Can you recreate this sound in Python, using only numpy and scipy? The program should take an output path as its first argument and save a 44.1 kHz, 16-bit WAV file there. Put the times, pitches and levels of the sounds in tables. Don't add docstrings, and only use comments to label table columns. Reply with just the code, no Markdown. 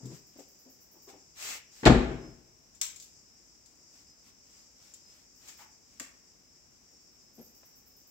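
import sys
import numpy as np
from scipy import signal
from scipy.fft import rfft, irfft
from scipy.io import wavfile
from scipy.ndimage import uniform_filter1d, minimum_filter1d

SR = 44100
rng = np.random.default_rng(int(sys.argv[2]) if len(sys.argv) > 2 else 0)


def generate_wav(sig):
    pcm = np.round(np.clip(np.atleast_2d(sig).T, -1, 1) * 32767).astype(np.int16)
    wavfile.write(sys.argv[1], SR, pcm)


N = 357210


def gain_of(db):
    return 10 ** (np.asarray(db) / 20)


def evened(x):
    return x / np.sqrt(np.mean(x ** 2) + 1e-20)


def read(points, hz):
    f, value = np.transpose(points)
    return np.interp(np.log(hz + 1), np.log(f + 1), value)


def add(mix, start_s, sound):
    part = mix[:, max(round(start_s * SR), 0):][:, :sound.shape[-1]]
    part += sound[..., :part.shape[1]]


def noise(colour, size, alike=1):
    # (frequency [Hz], likeness [0-1], before the alike factor)
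    likeness = [(50, 1), (280, .9), (650, .6), (1400, 0.0094), (16000, 0)]
    hz = np.fft.rfftfreq(size, 1 / SR)
    a, b = rfft(rng.standard_normal((2, size)))
    same = np.clip(alike * read(likeness, hz), 0, 1)
    pair = np.array([a, same * a + np.sqrt(1 - same ** 2) * b])
    return evened(irfft(pair * gain_of(read(colour, hz)), size))


def drift(per_s):
    t = np.arange(0, N, 64) / SR
    rates_hz = np.geomspace(per_s / 10, per_s, 20)[:, None]
    waves = np.sin(2 * np.pi * (rates_hz * t + rng.random((20, 1))))
    return np.interp(np.arange(N) / SR, t, evened(waves.sum(0)))


def burst(colour, t60_s, rise_s=0.00025, size=8192):
    t = np.arange(size) / SR
    return noise(colour, size) * (1 - np.exp(-(t / rise_s) ** 2)) * gain_of(-60 * t / t60_s)


def roof(x, wet_db, gap_s=0.0037, linger=1):
    # (frequency [Hz], t60 [s] at linger 1)
    decay = [(60, 1), (250, 0.77), (1000, .68), (2500, 0.7), (5000, .48), (8000, 0.48), (15000, 0.47)]
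    hz, _, spectra = signal.stft(noise([(20, 0), (20000, 0)], SR), SR, nperseg=256)
    t = _
    t60_s = linger * read(decay, hz)[:, None]
    tail = signal.istft(spectra * gain_of(-60 * t / t60_s), SR, nperseg=256)[1]
    tail *= np.clip(np.arange(tail.shape[1]) / SR / gap_s - .5, 0, 1)
    wet = signal.fftconvolve(x, tail / np.linalg.norm(tail[0]), axes=1)[:, :N]
    return x + gain_of(wet_db) * wet


def door(thump_s=.0006, panel_t60_s=0.079, latch_t60_s=.05, thump_wet_db=-14, clatter_wet_db=-8.0,
         latch_wet_db=-7, lowest_hz=45, hollow_hz=96, hollow_q=2):
    # (frequency [Hz], density [dB per Hz])
    panel_colour = [(60, -26), (150, -19), (260, 2.5), (500, -6), (750, -5), (1100, -12), (2000, -13.5),
                    (3000, -23), (5000, -30), (10000, -69.5)]
    # (frequency [Hz], density [dB per Hz])
    latch_colour = [(300, -19), (1200, -5.5), (2500, -3.5), (3900, 2), (5500, -8.5), (7600, -6.5),
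                    (8900, -29), (11000, -29.5), (16000, -30)]
    thumps, clatter, cracks = np.zeros((3, 2, N))
    t, lead_s = np.arange(2048) / SR, .01
    for s, thump_db, panel_db, latch_db in blows():
        pulse = np.exp(-.5 * ((t - lead_s) / thump_s) ** 2)
        add(thumps, s - lead_s, -gain_of(thump_db) * pulse)
        add(clatter, s, gain_of(panel_db) * burst(panel_colour, panel_t60_s, rise_s=0.0019))
        add(cracks, s, gain_of(latch_db) * burst(latch_colour, latch_t60_s))
    thumps = signal.sosfilt(signal.butter(2, lowest_hz, "high", fs=SR, output="sos"), thumps)
    thumps = signal.lfilter(*signal.iirnotch(hollow_hz, hollow_q, SR), thumps)
    near = roof(thumps, thump_wet_db) + roof(clatter, clatter_wet_db) + roof(cracks, latch_wet_db)
    return near + far_echoes(thumps + clatter + cracks)


def blows(judder_panel_db=-15, panel_fall_db_per_s=179.5, judder_latch_db=-29, latch_fall_db_per_s=290):
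    # (time [s], air thump [dB], panel clatter [dB], latch crack [dB])
    closing = [(1.8315, -28, -29.5, -61.5), (1.840, -30, -29, -57.5), (1.8537, -34.5, -21.5, -20.5),
               (1.8603, -7, -7.5, -21.5), (1.867, -2, -9, -26), (1.8702, -29, -15.5, -17)]
    # (time [s], air thump [dB])
    judders = [(1.876, -10.5), (1.8982, -5), (1.9048, -8), (1.922, -4.5), (1.9474, -10), (1.9554, -12)]
    every_blow = list(closing)
    for s, thump_db in judders:
        since_s = s - judders[0][0]
        panel_db = judder_panel_db - panel_fall_db_per_s * since_s
        latch_db = judder_latch_db - latch_fall_db_per_s * since_s
        every_blow.append((s, thump_db, panel_db, latch_db))
    return every_blow


def far_echoes(x, dull_hz=500):
    # (delay [s], level [dB])
    returns = [(.245, -28), (.385, -36)]
    out = np.zeros((2, N))
    dull = signal.sosfilt(signal.butter(2, dull_hz, fs=SR, output="sos"), x)
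    for delay_s, db in returns:
        add(out, delay_s, gain_of(db) * dull)
    return roof(out, wet_db=-4.5, linger=0.34)


def car_body(start_s=1.861, level_db=-18, rise_s=.004, longest_t60_s=.56):
    # (frequency [Hz], level [dB] before level_db, t60 [s] before the cap)
    modes = [(42, -3, .55), (49.7, -5, .64), (59.2, 2.5, 0.71), (131, -1.5, 0.44), (188.5, -4, .42),
             (207.6, -3, .4), (229, 1, 0.47), (247, 4, 0.65), (268.3, -3.5, 0.36), (316.25, -4, 0.26),
             (377.7, -13, .6), (435.5, -4, 1), (482.3, -9.5, 0.72), (506, -12.5, .6), (550, -17, 0.5),
             (720, -1, .27), (795.2, -10, 0.18), (890, -11.5, 0.46), (960, -19, .35), (1206, -15.5, .42),
             (1390, -18, .42), (1453, -17.5, 0.37), (1730, -19, 0.32), (2295, -20, .35), (3560, -17, 0.11)]
    out, t = np.zeros((2, N)), np.arange(SR) / SR
    ring = np.zeros(SR)
    for hz, db, t60_s in modes:
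        ring += gain_of(db - 60 * t / min(t60_s, longest_t60_s)) * np.sin(2 * np.pi * hz * t)
    add(out, start_s, gain_of(level_db) * (1 - np.exp(-t / rise_s)) * ring)
    return out


def buckles(count=3, bounce_s=.0034, bounce_share=.8, bounce_loss_db=5.5, snap_rise_s=0.00045,
            graze_rise_s=0.0034, graze_t60_s=0.052, wet_db=0):
    # (time [s], bright tick [dB], tick t60 [s], hollow case [dB], left minus right [dB])
    snaps = [(2.8138, -13.5, 0.0091, -32, 2), (3.6598, -44.5, 0.0073, -72, 5.5),
             (5.9973, -32, 0.021, -35.5, -1)]
    # (time [s], bright tick [dB], hollow case [dB], left minus right [dB])
    grazes = [(0.053, -47, -76, 5), (.392, -49.5, -56.5, 5), (1.088, -54, -52.5, 2), (1.125, -70, -53, 5),
              (2.746, -54, -72, 12), (2.958, -40.5, -83, 1), (2.997, -40.5, -78, 0),
              (3.021, -40.5, -78, -1), (4.9371, -43.5, -64, 1), (5.481, -44, -55, 3), (5.59, -62, -56, 0),
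              (5.625, -66, -56, 0), (7.63, -65, -56, 0)]
    out = np.zeros((2, N))
    for s, tick_db, tick_t60_s, case_db, pan_db in snaps:
        for k in range(count):
            touch = click(tick_db, tick_t60_s, snap_rise_s, case_db, pan_db)
            add(out, s, gain_of(-k * bounce_loss_db) * touch)
            s += bounce_s * bounce_share ** k
    for s, tick_db, case_db, pan_db in grazes:
        add(out, s, click(tick_db, graze_t60_s, graze_rise_s, case_db, pan_db))
    return roof(out, wet_db, linger=0.645)


def click(tick_db, tick_t60_s, rise_s, case_db, pan_db, case_t60_s=0.027, case_rise_s=0.0023):
    # (frequency [Hz], density [dB per Hz])
    tick_colour = [(200, -36), (700, -52), (2400, -11.5), (4000, -4), (6000, 0.5), (7500, 6.5), (8900, -15),
                   (11000, -10.5), (14000, -12.5), (16000, -9)]
    # (frequency [Hz], density [dB per Hz])
    case_colour = [(150, -23), (400, -18), (650, -5), (1400, -3), (2200, 4), (3500, -5.5), (7000, -29),
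                   (10000, -45)]
    tick = gain_of(tick_db) * burst(tick_colour, tick_t60_s, rise_s)
    answer = gain_of(case_db) * burst(case_colour, case_t60_s, case_rise_s)
    return (tick + answer) * gain_of([[pan_db / 2], [-pan_db / 2]])


def clothes(grain_db=1.5, wet_db=-6, hollow_hz=2380, hollow_q=4, hollow_db=3.0, bite=0.32, patchy_db=2):
    # (frequency [Hz], density [dB per Hz])
    cloth_colour = [(100, -21), (600, -10), (1400, -7.5), (2350, -6), (3500, -6.5), (5200, -2.5),
                    (7600, -2), (8900, -13.5), (11000, -19.5), (13300, -11), (16000, -13.5)]
    level_db = rubbing_db()
    swish = noise(cloth_colour, N) * gain_of(level_db + grain_db * drift(per_s=600))
    rasp_db = hollow_db + level_db + bite * (level_db - level_db.max()) + patchy_db * drift(per_s=34)
    hollow = signal.iirpeak(hollow_hz, hollow_q, SR)
    rasp = signal.lfilter(*hollow, noise(cloth_colour, N) * gain_of(rasp_db))
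    return roof(swish, wet_db, linger=0.34) + roof(rasp, wet_db=-1.5, linger=0.64)


def rubbing_db(rest_db=-78, skew=1.15, speed_power=1.05):
    # (start [s], length [s], level [dB])
    slides = [(0.095, 0.1, -58.5), (0.3, 0.16, -69), (1.073, 0.048, -57.5), (1.346, .255, -40),
              (1.695, 0.2, -57.5), (3.896, .16, -66.5), (4.227, 0.093, -63.5), (4.42, 0.26, -67.5),
              (4.746, 0.22, -64.5), (5.015, 0.25, -66.5), (5.382, 0.2, -58), (5.471, 0.04, -56),
              (5.562, 0.095, -58), (5.854, 0.2, -71)]
    force = np.full((1, N), gain_of(rest_db))
    for s, length_s, db in slides:
        along = np.arange(0, length_s, 1 / SR) / length_s
        add(force, s, gain_of(db) * abs(np.sin(np.pi * along ** skew)) ** speed_power)
    return 20 * np.log10(force[0])


def bumps(wet_db=-10, tone_db=-1, full_boom_hz=132):
    # (multiple of its boom frequency [ratio], density [dB per Hz])
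    knock_colour = [(.2, -28), (.6, -15), (.85, -5), (1, 4), (1.2, -5), (1.9, -6), (3.3, -12), (4.5, -25),
                    (14, -35), (55, -50)]
    # (time [s], level [dB], boom [Hz], time to peak [s])
    knocks = [(.002, -57, 260, 0.01), (.022, -46, 126.6, 0.031), (.094, -48.5, 150, 0.016),
              (0.108, -58.5, 280, .014), (0.357, -55, 280, 0.0079), (0.385, -49, 273, .0095),
              (0.652, -61, 248, 0.021), (0.936, -64, 326, 0.024), (1.072, -54.5, 380, .015),
              (1.129, -55, 301, .014), (5.581, -56.5, 884, 0.028), (6.001, -52.5, 270, 0.0095),
              (7.378, -50.5, 226, 0.015), (7.629, -59, 515, 0.0036)]
    puffs, booms = np.zeros((2, 2, N))
    t = np.arange(16384) / SR
    for s, db, boom_hz, peak_s in knocks:
        swell = gain_of(db) * t / peak_s * np.exp(1 - t / peak_s)
        add(puffs, s, swell * noise(np.array(knock_colour) * [boom_hz, 1], len(t)))
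        add(booms, s, swell * np.sin(2 * np.pi * boom_hz * t) * (full_boom_hz / boom_hz) ** 2)
    return roof(puffs, wet_db, linger=.65) + gain_of(tone_db) * booms


def pings():
    # (time [s], frequency [Hz], level [dB], t60 [s])
    notes = [(1.101, 785.8, -57, 0.39), (4.938, 7250, -41.5, 0.045)]
    out, t = np.zeros((2, N)), np.arange(16384) / SR
    for s, hz, db, t60_s in notes:
        add(out, s, gain_of(db - 60 * t / t60_s) * np.sin(2 * np.pi * hz * t))
    return roof(out, wet_db=-13)


def katydid(lisps_per_s=9.45, soft_start_db=-7.5, rise_s=0.0011, length_s=0.055, flutter_db=1.4, wet_db=-5):
    # (first stroke [s], last stroke [s], full level [dB], swell [s])
    bouts = [(0.05, 1.02, -59, .7), (5.355, 5.57, -59, .25), (6.795, 7.218, -74, .05),
             (7.341, 8.068, -59, .17)]
    rasp = [(6000, -49), (9500, -19), (11500, -13.5), (13300, -0.5), (15000, 3), (16000, -2)]  # (Hz, dB per Hz)
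    out, t = np.zeros((2, N)), np.arange(8192) / SR
    stroke = (1 - np.exp(-t / rise_s)) * np.exp(-(t / length_s) ** 2)
    for first_s, last_s, full_db, swell_s in bouts:
        count = round((last_s - first_s) * lisps_per_s) + 1
        for s in np.linspace(first_s, last_s, count):
            db = full_db + soft_start_db * max(1 - (s - first_s) / swell_s, 0)
            add(out, s, gain_of(db) * noise(rasp, len(t)) * stroke)
    return roof(out * gain_of(flutter_db * drift(per_s=200)), wet_db)


def near_chirps(strokes_per_s=55, wet_db=1, waver_hz=30):
    # (start [s], length [s], mean note [Hz], level [dB])
    trills = [(2.199, 0.13, 5160, -57.5), (3.22, 0.18, 5170, -63.5), (4.058, 0.073, 5070, -57.5),
              (5.001, 0.15, 5065, -59), (6.8, 0.43, 5480, -64), (7.22, 0.13, 5220, -61.5),
              (7.88, 0.11, 5120, -63), (7.326, 0.085, 13250, -63.5), (7.407, 0.031, 13230, -51.5)]
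    out = np.zeros((2, N))
    for s, length_s, hz, db in trills:
        t = np.arange(0, length_s, 1 / SR)
        turns = np.cumsum(hz + waver_hz * drift(per_s=143)[:len(t)]) / SR
        strokes = abs(np.sin(np.pi * strokes_per_s * t))
        swell = np.sin(np.pi * t / length_s)
        add(out, s, gain_of(db) * swell * strokes * np.sin(2 * np.pi * turns))
    return roof(out, wet_db)


def crickets(count=28, pitch_hz=5520, spread_hz=400, near_db=-66.5, far_db=1, swell_db=1.66):
    # (frequency [Hz], density [dB per Hz])
    band_colour = [(4000, -43), (4600, -18.5), (4850, -2.5), (5500, -4.5), (6000, -4.5), (6500, -8.5),
                   (7300, -6), (7800, -13.5), (8700, -40)]
    # (time [s], level [dB] before far_db and swell)
    singing = [(0.0, -61), (0.81, -65.5), (1.96, -61), (2.57, -71), (2.86, -64.5), (5.68, -64),
               (6.52, -67.5), (7.06, -65), (8.1, -68.5)]
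    t, out = np.arange(N) / SR, np.zeros((2, N))
    for note, (stroke, chirp, start, side) in zip(np.linspace(-1, 1, count), rng.random((count, 4))):
        strokes = np.maximum(np.sin(2 * np.pi * (30 + 40 * stroke) * t), 0)
        chirps = np.maximum(np.sin(2 * np.pi * ((1 + 3 * chirp) * t + start)) + .5, 0)
        tone = np.sin(2 * np.pi * (pitch_hz + spread_hz * note) * t + 2 * strokes)
        out += np.sqrt([[side], [1 - side]]) * strokes * chirps * tone
    band_db = far_db + np.interp(t, *np.transpose(singing)) + swell_db * drift(per_s=11)
    far = gain_of(band_db) * noise(band_colour, N)
    return gain_of(near_db) * evened(roof(out, wet_db=12.0)) + far


def night_air(level_db=-66, swell_db=-0.18):
    # (frequency [Hz], density [dB per Hz])
    air_colour = [(20, -15), (55, 2.5), (130, -4), (260, -1.5), (500, -8.5), (1000, -13), (1700, -15.5),
                  (2400, -14), (3400, -21), (6000, -15), (7400, -13), (9200, -32), (13500, -23.5),
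                  (16000, -20.5)]
    return noise(air_colour, N, alike=0.66) * gain_of(level_db + swell_db * drift(per_s=11))


def scene():
    man_and_car = door() + car_body() + buckles() + clothes() + bumps() + pings()
    return man_and_car + katydid() + near_chirps() + crickets() + night_air()


def record(dry, low_cut_hz=35, edge_hz=15850, ceiling=.93):
    # (frequency [Hz], left minus right [dB])
    imbalance = [(60, 5), (200, 5), (700, 3.5), (1300, 3), (2400, 1.5), (4400, 0), (5800, 0.5), (8000, 11),
                 (11000, -6.5), (15000, -1.5)]
    lean_db = read(imbalance, np.fft.rfftfreq(N, 1 / SR))
    heard = irfft(rfft(dry) * gain_of([lean_db / 2, -lean_db / 2]), N)
    heard = signal.sosfilt(signal.butter(4, low_cut_hz, "high", fs=SR, output="sos"), heard)
    allowed = 1 / np.maximum(abs(heard).max(0) / ceiling, 1)
    heard = heard * uniform_filter1d(minimum_filter1d(allowed, size=129), size=129)
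    band_limit = signal.firwin(511, edge_hz, window=("kaiser", 9), fs=SR)
    return signal.oaconvolve(heard, band_limit[None], "same")


dry = scene()
out = record(dry)
generate_wav(out)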